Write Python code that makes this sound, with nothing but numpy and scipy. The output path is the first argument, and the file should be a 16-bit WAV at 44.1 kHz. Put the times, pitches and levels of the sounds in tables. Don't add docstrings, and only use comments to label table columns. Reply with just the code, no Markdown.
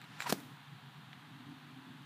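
import sys
import numpy as np
from scipy import signal
from scipy.fft import rfft, irfft
from scipy.io import wavfile

SR = 44100
rng = np.random.default_rng(int(sys.argv[2]) if len(sys.argv) > 2 else 0)


def materialize(psi):
    bounded = np.clip(np.atleast_2d(psi).T, -1, 1)
    quanta = np.round(bounded * 32767).astype(np.int16)
    wavfile.write(sys.argv[1], SR, quanta)


N = 90404
T = np.arange(N) / SR
SIZE = 2 * N
FREQ = np.maximum(np.arange(N + 1) * SR / SIZE, 1)


def undb(db):
    return 10 ** (np.asarray(db) / 20)

def colour(points):
    hz, db = np.array(points, float).T
    return undb(np.interp(np.log(FREQ), np.log(hz), db))

def band(hz, octaves):
    return 1 / (1 + (np.log2(FREQ / hz) / octaves) ** 2) ** 2

def low_cut(hz):
    return 1 / (1 + (hz / FREQ) ** 4)

def noise(gain):
    x = irfft(rfft(rng.standard_normal(SIZE)) * gain)[:N]
    return x / x.std()

def ring(x, gain):
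    cepstrum = irfft(np.log(gain + 1e-9))
    cepstrum[1:N] *= 2
    cepstrum[N + 1:] = 0
    return irfft(rfft(x, SIZE) * np.exp(rfft(cepstrum)))[:N]

def wobble(hz):
    return noise(np.exp(-(FREQ / hz) ** 2))

def pulse(at):
    return 1. * (np.arange(N) == int(at * SR))

def burst(at, rise_s, fade_s):
    return np.exp(-np.maximum((at - T) / rise_s, (T - at) / fade_s))

def swell(at, half_s, steep=2):
    return np.exp(-.5 * np.minimum(np.abs((T - at) / half_s), 20) ** steep)


# f/Hz, level/dB
HISS_COLOUR = [(240, -50), (400, -11.5), (560, -15.5), (715, -2.5), (987, 1), (1170, -1), (1340, -1),
               (1690, -2), (2290, -7), (3510, -5), (4160, -9.5), (5230, -21.5), (8400, -24.5),
               (13300, -26.5), (15500, -28)]
RUMBLE_COLOUR = [(25, -48), (50, -44), (80, -27.5), (100, -17.5), (120, -3.5), (140, 0.5), (175, -7.5),
                 (230, -13), (300, -21), (400, -23.5), (600, -37), (2500, -95)]
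# t/s, level/dB
GUST_LEVELS = [(0, -69), (.5, -64), (.8, -87), (1.15, -69), (1.38, -56.5), (1.51, -54), (1.58, -61.5),
               (1.7, -57.5), (1.88, -56.5), (2.05, -60)]

def wind():
    hiss = noise(colour(HISS_COLOUR) * low_cut(300)) * undb(-58.5)
    rumble = noise(colour(RUMBLE_COLOUR)) * undb(-57.5 + 1.7 * wobble(11.7))
    gust_db = np.interp(T, *np.array(GUST_LEVELS).T)
    return hiss + rumble + noise(band(261.9, octaves=.27)) * undb(gust_db)


# t/s, level/dB, brightness/(dB per octave), half the tail's fade time/s
CORD_SNAPS = [(.016, -53.5, 2, 0.005), (.042, -53, -0.5, 0.0036), (.2044, -28, 0, 0.00075),
              (0.2124, -42, 1.5, 0.00062), (0.2221, -37, 1, 0.0017), (0.2439, -47, -4.5, 0.0037),
              (.4025, -49, 7, .001)]
# f/Hz, level/dB
SNAP_COLOUR = [(300, -17), (700, -8), (1200, 2.5), (2300, 2), (3200, -13), (3900, -1), (5800, -29),
               (7500, -14), (9000, -28), (15000, -21)]

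def snaps():
    out = 0
    for at, db, brightness, half_fade in CORD_SNAPS:
        gain = colour(SNAP_COLOUR) * undb(brightness * np.log2(FREQ / 2000)) * low_cut(300)
        gain /= np.sqrt(np.mean(gain ** 2))
        click = pulse(at) * np.sqrt(half_fade * SR)
        grit = .69 * rng.standard_normal(N) * burst(at, half_fade / 10, 2 * half_fade)
        out += undb(db) * ring(click + grit, gain)
    return out


# middle t/s, half length/s, edge steepness, level/dB,
# top edge f/Hz, fall above it/(dB per octave), bottom edge f/Hz
AIR_RUSHES = [(0.194, 0.066, 1.1, -56.5, 2470, 13, 700), (0.223, 0.021, 2.4, -49, 2210, 8.5, 610),
              (0.27, 0.0074, 1.6, -40, 2200, 15.5, 700), (0.3, 0.023, 2.3, -44, 2500, 6, 350)]
# f/Hz, level/dB
LASH_COLOUR = [(90, -24), (160, 4), (300, 2), (560, -9), (1000, 1.5), (1550, 3), (2100, -14), (2550, -2),
               (3150, -8), (5500, -1), (6700, -8.5), (10800, -12), (15000, -15)]

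def cords():
    rushes = 0
    for at, half_s, steep, db, top_hz, fall, bottom_hz in AIR_RUSHES:
        high_cut = undb(-fall * np.log2(np.hypot(1, FREQ / top_hz)))
        rushes += undb(db) * swell(at, half_s, steep) * noise(high_cut * low_cut(bottom_hz))
    sizzle = undb(-57.5) * swell(at=.221, half_s=.023, steep=4) * noise(band(7340, octaves=.13))
    lash = undb(-33) * swell(at=.3015, half_s=.0065, steep=3.9) * noise(colour(LASH_COLOUR))
    return rushes + sizzle + lash


def pouch(at=.2685, pitch_hz=945, octaves_per_s=-2):
    glide = 2 ** (octaves_per_s * np.clip(T - at, -.1, .1))
    hz = pitch_hz * glide * (1 + .041 * wobble(210))
    tone = np.sqrt(2) * np.sin(2 * np.pi * np.cumsum(hz) / SR)
    tone *= undb(-36 + 1.1 * wobble(180))
    wake = undb(-48) * noise(band(900, octaves=.23))
    return tone * swell(at, half_s=.0062) + wake * swell(at, half_s=.0079)


# f/Hz, level/dB
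CRACK_COLOUR = [(30, -28.5), (90, -19), (125, 0), (210, 6), (310, -1), (420, -0.5), (750, -1), (1150, -16),
                (1750, -9.5), (2150, -26), (2750, -19), (3300, -11.5), (4500, -11.5), (5200, -27),
                (6500, -27), (8000, -18.5), (15000, -36)]
FIZZ_COLOUR = [(200, 1), (800, 2), (4000, -3.5), (7000, -4.5), (15000, -9)]

def crack(at=.3253, bounce_delay_s=.0042):
    shock = -undb(13) * ring(pulse(at), colour(CRACK_COLOUR))
    delayed = np.roll(shock, int(bounce_delay_s * SR))
    bounce = ring(delayed, undb(-12) / np.hypot(1, FREQ / 700))
    fizz = undb(-25) * burst(at, rise_s=.001, fade_s=.0021) * noise(colour(FIZZ_COLOUR))
    return shock + bounce + fizz


# f/Hz, level/dB
GROUND_COLOUR = [(80, -17), (200, -12.5), (380, -6), (600, -16), (1500, -14), (5000, -9), (15000, -11)]
SLOPE_COLOUR = [(80, -24), (150, -14.5), (250, -6), (400, -15.5), (600, -19.5), (1500, -17.5),
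                (5000, -17.5), (15000, -12.5)]

def scatter(sound, ground_fade_s=.015, slope_fade_s=.091):
    out = 0
    for points, fade_s in (GROUND_COLOUR, ground_fade_s), (SLOPE_COLOUR, slope_fade_s):
        spectrum = rfft(sound, SIZE) * colour(points)
        keep = np.exp(-2 / (fade_s * SR))
        for hz in 125 * 2. ** np.arange(8):
            octave = np.cos(np.pi / 2 * np.clip(np.log2(FREQ / hz), -1, 1))
            energy = irfft(spectrum * octave)[:N] ** 2
            lingering = signal.lfilter([1 - keep], [1, -keep], energy)
            out += np.sqrt(lingering) * noise(octave * colour(points))
    return out


# t/s, level/dB
STONE_KNOCKS = [(1.131, -18), (1.4078, -29)]
# f/Hz, level/dB
STONE_COLOUR = [(300, -27), (550, -13), (800, 3.5), (1500, -1.5), (3400, -1.5), (4300, -12), (5200, -24),
                (6400, -20), (7500, -34), (15000, -38)]

def stones():
    push = 0
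    for at, db in STONE_KNOCKS:
        grit = .081 * rng.standard_normal(N) * burst(at, rise_s=.00045, fade_s=.0056)
        push += undb(db) * (pulse(at) + grit)
    return ring(push, colour(STONE_COLOUR))


def scene():
    sling = snaps() + cords() + pouch() + crack()
    return (sling + scatter(sling) + stones() + wind())[None]

def record(dry, top_hz=15250):
    return signal.sosfilt(signal.ellip(10, .2, 80, top_hz, fs=SR, output="sos"), dry)


dry = scene()
out = record(dry)
materialize(out)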